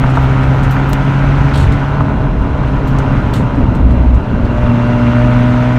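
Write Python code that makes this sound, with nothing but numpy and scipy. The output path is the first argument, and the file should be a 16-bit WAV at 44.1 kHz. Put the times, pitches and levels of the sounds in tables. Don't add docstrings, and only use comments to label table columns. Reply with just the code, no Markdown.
import sys
import numpy as np
from scipy import signal
from scipy.fft import rfft, irfft, next_fast_len
from scipy.io import wavfile
from scipy.ndimage import uniform_filter1d

SR = 44100
rng = np.random.default_rng(int(sys.argv[2]) if len(sys.argv) > 2 else 0)


def output_pcm(signal):
    pcm = np.clip(np.atleast_2d(signal).T, -1, 1) * 32767
    wavfile.write(sys.argv[1], SR, np.round(pcm).astype(np.int16))


def makeup_ratio(level_db):
    decades = np.asarray(level_db, float) / 20
    return 10 ** decades


N = 254898
T = np.arange(N) / SR

# time in seconds, firing rate in Hz.
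FIRING_RATE = [(0.0, 130.0), (.6, 133.9), (1.55, 139.6), (2.0, 140.2), (2.24, 139.2), (2.62, 136.3),
               (2.89, 134.8), (3.3, 133.0), (3.45, 131.4), (3.6, 128.3), (3.85, 126.0), (4.15, 122.2),
               (4.4, 119.7), (5.0, 119.6), (5.3, 121.4), (5.78, 124.0)]
# time in seconds, throttle 0-1, load on tyres and exhaust 0-1.
PEDAL = [(0.0, 0.74, 1), (.36, 1.01, 0.96), (.75, 0.83, 0.94), (1.45, 0.93, 0.96), (1.72, 0.72, 0.94),
         (2.0, 0.7, 0.53), (2.3, 0.29, 0.22), (2.4, 0.06, 0.18), (2.62, 0.24, 0.43), (3.1, 0.73, 0.67),
         (3.3, 0.38, 0.56), (3.45, 0.24, 0.43), (3.75, .4, .22), (4.25, 0, 0.16), (4.45, 0.2, 0.29),
         (4.65, 0.68, 0.68), (5.3, 0.98, 0.99), (5.78, 0.85, .95)]
# start in seconds, length in seconds, swing in Hz, period in seconds.
SHUNTS = [
    (1.612, .42, 3.6, .27),
    (4.35, 1.0, -1.6, .335),
]
# level at full throttle in dB, loss as the throttle shuts
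# (factor on the throttle in dB), pipe mode in Hz, its width in Hz, its lift in dB.
FIRST_ORDER = (-12.5, 0.96, 120, 18.5, 0.5)
SECOND_ORDER = (-29.5, 0.65, 241.5, 25.5, 15.5)
FIFTH_ORDER = (-56, 0.7, 605.5, 40.5, 33.5)
# multiple of the firing rate, level pulling at high revs in dB, coasting in dB,
# pulling at low revs in dB.
UPPER_ORDERS = [(1.5, -35.5, -35, -38), (2.5, -39.5, -45.5, -31), (3, -36, -33.5, -40.5),
                (3.5, -45.5, -38.5, -50.5), (4, -37.5, -40.5, -35), (4.5, -35.5, -29.5, -52.5),
                (5.5, -35, -35.5, -48.5), (6, -34.5, -37, -34.5), (6.5, -38, -40.5, -39),
                (7, -35.5, -39, -44), (7.5, -37, -35.5, -36.5), (8, -56.5, -51, -37),
                (8.5, -42.5, -42.5, -40), (9, -44.5, -55, -50), (9.5, -34, -39.5, -39.5),
                (10, -39.5, -56, -41), (10.5, -34.5, -39.5, -34), (11, -48, -60, -43),
                (11.5, -38, -63.5, -36.5), (12, -60.5, -51.5, -36), (12.5, -65.5, -66, -40),
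                (13, -63.5, -57, -45)]
# centre in seconds, length in seconds, level in dB.
BOOMS = [(.24, 0.22, -19), (0.47, 0.24, -17), (1.56, .2, -27), (2.52, 0.17, -22), (3.227, 0.34, -20),
         (3.843, 0.18, -9), (3.98, 0.46, -8.5), (4.127, 0.19, -7.5), (4.623, 0.25, -19), (5.3, 0.28, -22.5)]
# centre in seconds, length in seconds, change of
# rumble in dB, change of body boom in dB.
BUMPS = [(0.047, 0.086, 9.5, 1.5), (0.668, .2, 3.5, 2.5), (1.43, 0.29, 5, 1.5), (1.66, 0.34, 10, 3),
         (2.11, 0.22, -3, 1), (2.3, 0.81, -1, -1), (3.115, 0.067, 3.5, 2), (3.177, 0.31, 5, 2.6),
         (3.405, 0.11, 2, 6.5), (3.623, 0.12, 10, 5.5), (3.85, 0.48, 4.5, 2.5), (4.15, 0.13, 10.5, -3),
         (4.267, 0.11, -5, -4.5), (4.42, 0.11, 6, 0), (4.652, 0.088, 9.5, 3), (5.253, 0.072, 7, 4.5),
         (5.5, .12, 3, -1), (1.1, .14, 2, 1), (4.77, .12, 3, .3), (2.837, 0.18, 4.5, 2),
         (1.28, .12, 8, 1.5), (1.87, .12, -4, -6), (2.972, 0.23, 0.5, 2), (4.338, .1, 1, 3),
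         (5.65, 0.29, -6, -2.5)]
# frequency in Hz, density in dB per Hz.
RUMBLE_COLOUR = [(7.1, -37.5), (12, -18), (48, 3), (65, -0.5), (87, -10), (115, -1.5), (150, -39),
                 (250, -120)]
BODY_COLOUR = [(59, -32.5), (100, 3.5), (124, -0.5), (157, -2.5), (221, -2.5), (279, -3.5), (361, -15.5),
               (408, -20.5), (520, -16), (680, -50.5), (1140, -120)]
ROAR_COLOUR = [(240, -31.5), (400, 3.5), (526, -8.5), (615, 2.5), (798, -7), (886, 1.5), (971, -1),
               (1090, -3.5), (1530, -3.5), (1900, -25.5), (2470, -47.5), (4180, -120)]
HISS_COLOUR = [(1000, -20), (1700, 1.5), (1970, 2), (2710, -3), (3300, -8), (4090, -15), (4940, -20),
               (6090, -21), (9000, -34), (11700, -61), (19800, -120)]
AIR_COLOUR = [(4710, -26), (8000, -9), (9330, -5.5), (10500, -7), (11200, -9), (13900, -13), (15100, -15.5),
              (15800, -21)]
# resonance in Hz, width in Hz, level in dB.
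PANEL_MODES = [(2774, 38, -47.5), (990.3, 24, -35.5), (4010, 260, -53)]
# start in seconds, peak in dB, factor on the mode frequencies.
KNOCKS = [(0.039, -3, 1.03), (0.172, 0.5, 1.01), (0.765, -8.5, 1.3), (1.513, -12, 1.2), (2.006, -2.5, 0.93),
          (2.635, -11, 1.18), (2.988, -15, 0.89)]
# frequency in Hz, level in dB, t60 in seconds.
TRIM_MODES = [(666, -10, 0.061), (930, -2, 0.033), (1126, 0.5, 0.018), (1327, -5.5, 0.033),
              (1780, -10, 0.014), (3500, -18, .008)]
# start in seconds, peak in dB, low treble in relative dB, top treble in relative dB,
# hardness 0-1.
GRIT = [(0.0972, -40, -4, -21, 0.5), (0.15, -38, 7, -10, 0.5), (0.218, -46, 1, 3, .4),
        (0.4284, -44, 12, -18, 0.55), (0.63, -34, 2.2, -9, 0.55), (0.707, -33.5, -2, 2.5, 0.5),
        (0.8914, -36, 3, 7, 0.74), (0.9315, -16, 0, -2, 1), (1.535, -35, 15, -25.5, 0.2),
        (1.558, -25, 10, -24, 0.86), (1.5717, -29, 7, -13, 0.46), (1.5932, -33, 9, -22, 0.2),
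        (1.62, -37, 5, -17, 0.3), (1.72, -33, 7, -8, 0.7), (2.672, -46.5, 11, -19, 0.6),
        (2.872, -38, 3, 0, 0.55), (2.986, -26, 2, -12, 0.85), (3.3354, -26.5, 7.5, -3, 0.67),
        (3.3494, -33, 5, -19, 0.05), (3.552, -47, 9, -4, 0.7), (3.75, -35, 5, -5, 0.8),
        (3.905, -46, 10, -13, 0.6), (4.14, -41.5, 3, -9, 0.5), (4.4497, -49, 19, -11, 0.6)]

SHAFT_DB = -30.5
UPPER_DB, UPPER_LOSS = 0.54, 0.45
SHUT_LEAK = 0.045
STUMBLE_DB = 3.5
GEAR_TEETH = 23
CASING_HZ, CASING_WIDTH_HZ, GEAR_DB = 2750, 35, -35
RUMBLE_DB, BODY_DB, ROAR_DB, HISS_DB = -17, -15, -24.5, -32
RUMBLE_RISE_DB, BODY_RISE_DB, HISS_FALL_DB = 3.7, 3.5, 10
AIR_DB, WIND_DB = -26.5, -72.5
PUFF_DEPTH = 0.36
MUFFLE = 0.66
RATTLE_SOFT_S, RATTLE_HARD_S = 0.2, 0.058


def evened(x):
    return x / np.sqrt(np.mean(x ** 2) + 1e-20)


def curves(rows):
    s, *columns = np.transpose(rows)
    return [np.interp(T, s, c) for c in columns]


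def drift(hz):
    size = next_fast_len(N)
    f = np.fft.rfftfreq(size, 1 / SR)
    spectrum = rfft(rng.standard_normal(N), size)
    return evened(irfft(spectrum / (1 + (f / hz) ** 4))[:N])


def noise(colour, size, patchy_db):
    frames, hz = 4 * N // size + 6, np.fft.rfftfreq(size, 1 / SR)
    real, imaginary, patches = rng.standard_normal((frames, len(hz), 3)).T
    patches = uniform_filter1d(patches, size=8, axis=0)
    patches = evened(uniform_filter1d(patches, size=5, axis=1))
    f, db = np.transpose(colour)
    colour_db = np.interp(np.log(hz + 1), np.log(f + 1), db, left=-120, right=-120)
    spectra = (real + 1j * imaginary) * makeup_ratio(colour_db[:, None] + patchy_db * patches)
    return evened(signal.istft(spectra, nperseg=size, noverlap=3 * size // 4)[1][:N])


def band(x, lo_hz, hi_hz):
    return signal.sosfilt(signal.butter(2, [lo_hz, hi_hz], "bandpass", fs=SR, output="sos"), x)


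def add(mix, s, sound):
    part = mix[round(s * SR):][:len(sound)]
    part += sound[:len(part)]


def swell(s, length):
    return np.cos(np.pi * np.clip((T - s) / max(length, 0.02), -0.5, 0.5)) ** 2


def pedal():
    return np.clip(curves(PEDAL), 0, 1.2)


def shunt():
    total = 0
    for s, length, swing_hz, period in SHUNTS:
        t = T - s
        decay = (t > 0) * np.maximum(1 - (t / length) ** 2, 0)
        total = total + swing_hz * np.sin(2 * np.pi * t / period) * decay
    return total


def order_db(hz, throttle, full_db, loss, pipe_hz, width_hz, lift_db):
    charge_db = loss * 20 * np.log10(throttle + SHUT_LEAK)
    return full_db + charge_db + lift_db / (1 + ((hz - pipe_hz) / width_hz) ** 2)


def gear_whine(hz, turns, load):
    near = 1 / (1 + ((GEAR_TEETH * hz - CASING_HZ) / CASING_WIDTH_HZ) ** 2)
    level = load * makeup_ratio(GEAR_DB + 2 * drift(16)) * near
    return level * np.cos(2 * np.pi * GEAR_TEETH * (turns + 0.0055 * drift(30)))


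def engine():
    hz = curves(FIRING_RATE)[0] + shunt()
    throttle, load = pedal()
    boom = sum(makeup_ratio(db) * swell(s, length) for s, length, db in BOOMS)
    shaft_db = 20 * np.log10(makeup_ratio(SHAFT_DB) + boom)
    stumble_db = STUMBLE_DB * np.maximum(1 - throttle, 0)
    first_db = order_db(hz, throttle, *FIRST_ORDER) + stumble_db * drift(9.5)
    second_db = order_db(2 * hz, throttle, *SECOND_ORDER) + stumble_db * drift(7)
    fifth_db = order_db(5 * hz, throttle, *FIFTH_ORDER)
    upper_db = UPPER_DB + UPPER_LOSS * 20 * np.log10(throttle + SHUT_LEAK)
    turns = np.cumsum(hz * (1 + 0.00061 * drift(7.2))) / SR

    orders = [(0.5, shaft_db, 0.1), (1, first_db, 0), (2, second_db, 0.5), (5, fifth_db, 0.2)]
    high = np.clip((hz - 125) / 4, 0, 1)
    pull = np.clip(2 * throttle - 0.7, 0, 1)
    for order, high_db, coast_db, low_db in UPPER_ORDERS:
        pull_db = high * high_db + (1 - high) * low_db
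        db = upper_db + pull * pull_db + (1 - pull) * coast_db
        orders.append((order, db, 0.3 * rng.random()))
    out = np.zeros(N)
    for order, db, phase in orders:
        level = np.sqrt(2) * makeup_ratio(db + 0.8 * drift(10))
        out += level * np.cos(2 * np.pi * (order * turns + phase))
    return out + gear_whine(hz, turns, load), turns


def road_rumble(slack):
    rumble_db = RUMBLE_DB + RUMBLE_RISE_DB * slack
    body_db = BODY_DB + BODY_RISE_DB * slack
    for s, length, rumble_bump_db, body_bump_db in BUMPS:
        shape = swell(s, length)
        rumble_db = rumble_db + rumble_bump_db * shape
        body_db = body_db + body_bump_db * shape
    rumble = makeup_ratio(rumble_db - 1.5) * noise(RUMBLE_COLOUR, size=4096, patchy_db=0.3)
    return rumble + makeup_ratio(body_db - 4) * noise(BODY_COLOUR, size=2048, patchy_db=0.3)


def exhaust_roar(slack, throb):
    level = makeup_ratio(ROAR_DB + 0.5 * drift(40)) * (1 + PUFF_DEPTH * throb)
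    roar = level * noise(ROAR_COLOUR, size=1024, patchy_db=-0.9)
    highpass = signal.butter(2, 1050, "highpass", fs=SR, output="sos")
    return roar - MUFFLE * np.clip(slack, 0, 1) ** 2 * signal.sosfiltfilt(highpass, roar)


def air_hiss(slack, throb):
    hiss_db = HISS_DB - HISS_FALL_DB * slack
    level = makeup_ratio(hiss_db + 2 + 0.45 * drift(40)) * (1 + 0.069 * throb)
    hiss = level * noise(HISS_COLOUR, size=512, patchy_db=1.1)
    air_db = AIR_DB - 3.5 + hiss_db + 0.3 * (hiss_db + 33.5)
    return hiss + (makeup_ratio(WIND_DB) + makeup_ratio(air_db)) * noise(AIR_COLOUR, size=512, patchy_db=2.5)


def road_and_flow(turns):
    slack = 1 - pedal()[1]
    throb = evened(np.exp(1.1 * np.cos(2 * np.pi * turns)))
    throb -= throb.mean()
    return road_rumble(slack) + exhaust_roar(slack, throb) + air_hiss(slack, throb)


def panels():
    shake = rng.standard_normal(N)
    out = np.zeros(N)
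    for hz, width, db in PANEL_MODES:
        hum = evened(band(shake, hz - width / 2, hz + width / 2))
        out += makeup_ratio(db + ROAR_DB + 21.5) * hum
    return out


def knocks():
    out, t = np.zeros(N), T[:4000]
    for s, db, scale in KNOCKS:
        ring = 0
        for hz, mode_db, t60 in TRIM_MODES:
            phase = 0.45 * rng.random()
            ring = ring + makeup_ratio(mode_db - 60 * t / t60) * np.sin(2 * np.pi * hz * scale * t + 2 * np.pi * phase)
        add(out, s, makeup_ratio(db - 2) * (1 - np.exp(-t / 0.0008)) * ring)
    return out


def grit():
    out, t = np.zeros(N), T[:10000]
    for s, db, low_db, top_db, hard in GRIT:
        raw = rng.standard_normal(len(t))
        burst = evened(band(raw, 3400, 8700))
        burst += makeup_ratio(low_db - 5.5) * evened(band(raw, 2780, 4520))
        burst += makeup_ratio(top_db - 4) * evened(band(raw, 10300, 13800))
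        t60 = RATTLE_SOFT_S + (RATTLE_HARD_S - RATTLE_SOFT_S) * hard
        rise = 1 - np.exp(-t / (0.00025 + 0.012 * (1 - hard) ** 2))
        tick = 5.2 * hard ** 4 * np.exp(-t / 0.0015)
        shape = rise * (makeup_ratio(-60 * t / t60) + tick)
        add(out, s, makeup_ratio(db - 5.5) * shape / shape.max() * burst)
    return out


def scene():
    orders, turns = engine()
    return (orders + road_and_flow(turns) + panels() + knocks() + grit())[None]


def low_pass(x):
    return signal.sosfilt(signal.butter(12, 16470, fs=SR, output="sos"), x)


def record(dry):
    power_db = 10 * np.log10(uniform_filter1d(dry ** 2, size=1800, axis=1) + 1e-12)
    excess_db = uniform_filter1d(np.maximum(power_db + 7.5, 0), size=1200, axis=1)
    clipped = np.clip(dry * makeup_ratio(-0.4 * excess_db), -1.03, 1.03)
    notch = signal.iirnotch(10400, 18, SR)
    heard = 0.5 * signal.lfilter(*notch, clipped) + 0.5 * clipped
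    lowpass = signal.firwin(801, 15820, window=("kaiser", 8), fs=SR)
    mix = signal.oaconvolve(heard, lowpass[None], "same")
    return low_pass(mix)


dry = scene()
out = record(dry)
output_pcm(out)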